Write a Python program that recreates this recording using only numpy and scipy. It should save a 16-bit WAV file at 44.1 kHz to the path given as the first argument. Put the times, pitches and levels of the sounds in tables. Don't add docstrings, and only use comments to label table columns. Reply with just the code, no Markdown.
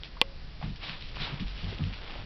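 import sys
import numpy as np
from scipy import signal
from scipy.fft import rfft, irfft
from scipy.io import wavfile

SR = 44100
rng = np.random.default_rng(int(sys.argv[2]) if len(sys.argv) > 2 else 0)


def persist_wave(psi):
    counts = np.round(np.clip(psi, -1, 1) * 32767).astype(np.int16)
    wavfile.write(sys.argv[1], SR, np.atleast_2d(counts).T)


N = 99225
TIME = np.arange(N) / SR


def from_db(db):
    return 10 ** (np.asarray(db) / 20)


def unit_rms(x):
    return x / np.sqrt(np.mean(x ** 2) + 1e-20)


def colour(x, spectrum):
    hz, db = np.transpose(spectrum)
    f = np.maximum(np.fft.rfftfreq(N, 1 / SR), 1)
    skirts = 1 / np.sqrt((1 + (hz[0] / f / np.sqrt(2)) ** 6) * (1 + (f / hz[-1] / np.sqrt(2)) ** 6))
    curve = from_db(np.interp(np.log(f), np.log(hz), db))
    return unit_rms(irfft(rfft(x) * skirts * curve, N))


def noise(spectrum):
    return colour(rng.standard_normal(N), spectrum)


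def resonant_noise(hz, width):
    b, a = signal.iirpeak(hz, 1 / width, fs=SR)
    return unit_rms(signal.lfilter(b, a, rng.standard_normal(N)))


def since(start):
    return np.maximum(TIME - start, 0)


def decay(start, t60):
    return (TIME >= start) * from_db(-60 * since(start) / t60)


def ring(start, hz, t60):
    return decay(start, t60) * np.sin(2 * np.pi * hz * since(start))


def swells(rows):
    power = np.zeros(N)
    for peak, rise, fall, db in rows:
        distance = (TIME - peak) / np.where(TIME < peak, rise, fall)
        power += (from_db(db) * np.exp(-distance ** 2 / np.sqrt(2))) ** 2
    return np.sqrt(power)


def friction(spectrum, catches_per_s=2100, spread_db=7, catch_share=0.35):
    catches = (rng.random(N) < catches_per_s / SR) * rng.choice([-1, 1], N)
    sizes = from_db(spread_db * np.minimum(rng.exponential(1, N), 4))
    grain = np.sqrt(catch_share) * unit_rms(catches * sizes)
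    hiss = np.sqrt(1 - catch_share) * rng.standard_normal(N)
    return colour(grain + hiss, spectrum)


# (frequency [Hz], relative level [dB])
RUMBLE_EQ = [(18, -1.5), (33, -4.5), (60, -9.5), (80, -20.5), (110, -18), (145, -19), (200, -26),
             (280, -29.5), (400, -34)]
HISS_EQ = [(180, -21), (300, -10.5), (613, -10), (695, -10), (987, -10.5), (1160, -10.5), (1760, -11),
           (4730, -11), (6000, -20), (7800, -42), (13200, -120)]

def room_tone(rumble_db=-42, hiss_db=-54.5):
    return from_db(rumble_db) * noise(RUMBLE_EQ) + from_db(hiss_db) * noise(HISS_EQ)


# (peak time [s], rise [s], fall [s], level [dB])
RUSTLE_CUES = [(0.046, 0.0055, 0.024, -46), (0.65, .01, 0.085, -54), (0.761, 0.0035, 0.013, -52),
               (1.025, 0.018, 0.11, -48), (1.16, 0.013, 0.01, -45.5), (1.405, 0.007, 0.04, -46.5),
               (1.49, 0.022, 0.043, -48.5), (1.595, 0.047, 0.057, -45.5), (1.70, 0.024, 0.06, -47),
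               (1.845, 0.02, 0.065, -49.5), (1.938, 0.0087, 0.037, -46.5)]
# (frequency [Hz], relative level [dB])
RUSTLE_EQ = [(400, -12.5), (1000, -9.5), (2000, -2), (2800, 4), (3600, 1), (4600, -2), (6000, -10.5)]

def toy_rustles():
    return swells(RUSTLE_CUES) * friction(RUSTLE_EQ)


# (time [s], level [dB], pitch [Hz])
TICK_CUES = [(0.0345, -18.5, 3300), (0.6285, -31.5, 2140), (0.76, -32, 5000), (0.836, -25, 3800),
             (0.895, -15, 2520), (1.0099, -27, 3340), (1.024, -25, 4000), (1.208, -22, 3000),
             (1.2225, -20, 2900), (1.326, -24.5, 3100), (1.3982, -23.5, 2260), (1.404, -25, 3220),
             (1.4715, -26.5, 2900), (1.482, -28, 3700), (1.644, -24.5, 3300), (1.786, -27, 3300),
             (1.839, -22.5, 2800), (1.9279, -24.5, 2710), (1.936, -24.5, 2700), (2.108, -26, 2850)]

def ticks(attack_s=0.00016, tail_db=-14):
    taps, tails = np.zeros(N), np.zeros(N)
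    for start, db, hz in TICK_CUES:
        strength = from_db(db) * (1 - np.exp(-since(start) / attack_s))
        taps += strength * ring(start, hz, t60=0.0027)
        tails += strength * from_db(tail_db) * decay(start, t60=0.0093)
    return taps + tails * noise(RUSTLE_EQ)


# (time [s], level [dB], pitch [Hz], t60 [s])
NUDGE_CUES = [(0.168, -44, 1050, 0.074), (0.315, -51, 680, 0.067), (0.614, -41.5, 620, 0.051),
              (0.626, -37, 870, 0.053), (0.835, -41.5, 750, 0.049), (1.17, -32.5, 1000, 0.0079),
              (1.27, -41, 890, 0.098), (1.725, -37.5, 380, 0.05), (1.793, -39.5, 572, 0.05),
              (2.155, -41, 520, 0.055)]

def toy_nudges():
    return sum(from_db(db) * decay(start, t60) * resonant_noise(hz, width=0.18)
               for start, db, hz, t60 in NUDGE_CUES)


# (time [s], level [dB])
SNAP_HITS = [(0.2149, 1), (0.2159, -30), (0.2175, -19), (0.2207, -22.5)]
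# (frequency [Hz], level [dB], t60 [s])
HARD_PART_MODES = [(245, -21.5, 0.0182), (500, -24, 0.045), (546, -47.5, 0.56), (614, -36, 0.043),
                   (924, -18, .021), (1100, -23.5, 0.036), (1675, -24.5, 0.014), (2033, -25, 0.031),
                   (2374, -17, 0.021), (2660, -2.5, 0.0049), (3460, -1.5, 0.0037), (3800, -40, .012),
                   (4330, -15, 0.0069), (5840, -45, 0.0046)]

def toy_snap(push_hz=433, push_db=-25, room_db=-27):
    direct = np.zeros(N)
    for start, db in SNAP_HITS:
        modes = sum((-1) ** k * from_db(level) * ring(start, hz, t60)
                    for k, (hz, level, t60) in enumerate(HARD_PART_MODES, 1))
        push_age = 2 * np.pi * push_hz * since(start)
        push = from_db(push_db) * push_age * np.exp(-push_age)
        direct += from_db(db) * (modes - push)
    room = rng.standard_normal(N) * decay(0, t60=0.077)
    reflections = signal.fftconvolve(direct, room / np.linalg.norm(room))[:N]
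    return direct + from_db(room_db) * reflections


# (peak time [s], rise [s], fall [s], level [dB])
BRUSH_CUES = [(0.635, 0.022, 0.035, -47.5), (1.285, 0.097, 0.1, -42.5), (1.72, 0.2, 0.12, -48),
              (2.09, 0.16, 0.084, -47.5), (2.18, 0.078, .055, -46.5)]
# (frequency [Hz], relative level [dB])
BRUSH_EQ = [(190, -13), (320, -8.5), (843, -7), (989, -8.5), (1800, -9), (2060, -8.5), (3250, -7.5),
            (5050, -18.5), (6000, -27), (7800, -58.5), (13200, -120)]

def carpet_brushes():
    return swells(BRUSH_CUES) * friction(BRUSH_EQ)


# (time [s], boom [dB], body [dB], knock [dB], knock pitch [Hz])
PAW_CUES = [(0.627, -46, -43.5, -24, 151.4), (0.656, -31.5, -37.5, -41.5, 211.4),
            (0.687, -45, -45, -32.5, 142), (0.884, -55, -43, -37.5, 155), (1.201, -50.5, -46, -33.5, 148.5),
            (1.323, -45, -46, -29.5, 141), (1.399, -50, -37.5, -29.5, 184.5), (1.413, -46, -45, -34.5, 223),
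            (1.445, -27, -53, -48.5, 155), (1.629, -28.5, -32.5, -31, 175), (1.660, -45, -34.5, -33, 163),
            (1.793, -44, -55.5, -30, 199.6), (1.805, -45, -31, -22.5, 145.4), (1.829, -44, -25.5, -42, 186),
            (1.866, -32.5, -42.5, -32, 169.4), (2.179, -63.5, -42, -41, 151)]
# (frequency [Hz], t60 [s])
FLOOR_RING = [(46, 0.59), (95, 0.43)]
# (multiple of knock pitch [ratio], relative level [dB], t60 [s])
KNOCK_RING = [(1, 0.5, .19), (1.36, -9, 0.16), (1.8, -25, 0.074)]
# (frequency [Hz], relative level [dB])
SCUFF_EQ = [(100, 4), (200, 0), (330, -15), (600, -28), (1200, -22.5), (2000, -31.5), (4000, -33.5),
            (6000, -43)]

def paw_thumps(attack_s=0.0029, scuff_db=-9.5):
    thumps, scuff = np.zeros(N), np.zeros(N)
    for start, boom_db, body_db, knock_db, knock_hz in PAW_CUES:
        contact = 1 - np.exp(-since(start) / attack_s)
        floor = sum(from_db(db) * ring(start, hz, t60)
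                    for db, (hz, t60) in zip((boom_db, body_db), FLOOR_RING))
        knock = sum(from_db(knock_db + db) * ring(start, multiple * knock_hz, t60)
                    for multiple, db, t60 in KNOCK_RING)
        thumps += contact * (floor + knock)
        scuff += from_db(knock_db + scuff_db) * contact * decay(start, t60=0.19)
    return thumps + scuff * noise(SCUFF_EQ)


# (peak time [s], rise [s], fall [s], level [dB])
SHUFFLE_CUES = [(0.69, 0.024, 0.035, -46), (0.96, 0.024, .04, -57), (1.24, 0.17, 0.11, -48.5),
                (1.73, .04, 0.046, -47), (1.9, 0.039, 0.045, -46), (2.19, 0.13, 0.089, -49.5)]
# (frequency [Hz], relative level [dB])
SHUFFLE_EQ = [(45, -1), (100, 6.5), (190, 3), (300, -8)]

def body_shuffles():
    return swells(SHUFFLE_CUES) * noise(SHUFFLE_EQ)


# (peak time [s], rise [s], fall [s], level [dB])
SNIFF_CUES = [(0.836, 0.013, 0.027, -42.5), (0.888, 0.061, 0.084, -41.5), (1.23, 0.043, 0.059, -39)]
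# (frequency [Hz], relative level [dB])
SNIFF_EQ = [(180, -33.5), (300, -5), (367, -12.5), (740, -7.5), (882, -10.5), (950, -4), (1420, -6),
            (2090, -4), (2620, -1), (3770, -4), (5230, -13.5), (6000, -37), (7800, -65), (13200, -120)]

def sniffs(nostril_hz=3630, nostril_db=-39):
    flow = swells(SNIFF_CUES)
    breath = flow * noise(SNIFF_EQ)
    resonance_level = from_db(nostril_db) * (flow / flow.max()) ** 3
    return breath + resonance_level * resonant_noise(nostril_hz, width=0.17)


def scene():
    toy = toy_rustles() + toy_nudges() + toy_snap()
    dog = carpet_brushes() + paw_thumps() + body_shuffles() + sniffs()
    return (room_tone() + ticks() + toy + dog)[None]


def record(dry, mic_edge_hz=5638, clip_level=0.62, stopband_hz=18300):
    f = np.fft.rfftfreq(N, 1 / SR)
    narrow = irfft(rfft(dry) / np.sqrt(1 + (f / mic_edge_hz) ** 70), N)
    clipped = np.clip(narrow, -clip_level, clip_level)
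    top_cut = signal.cheby2(12, 70, stopband_hz, fs=SR, output="sos")
    return signal.sosfilt(top_cut, clipped)


dry = scene()
out = record(dry)
persist_wave(out)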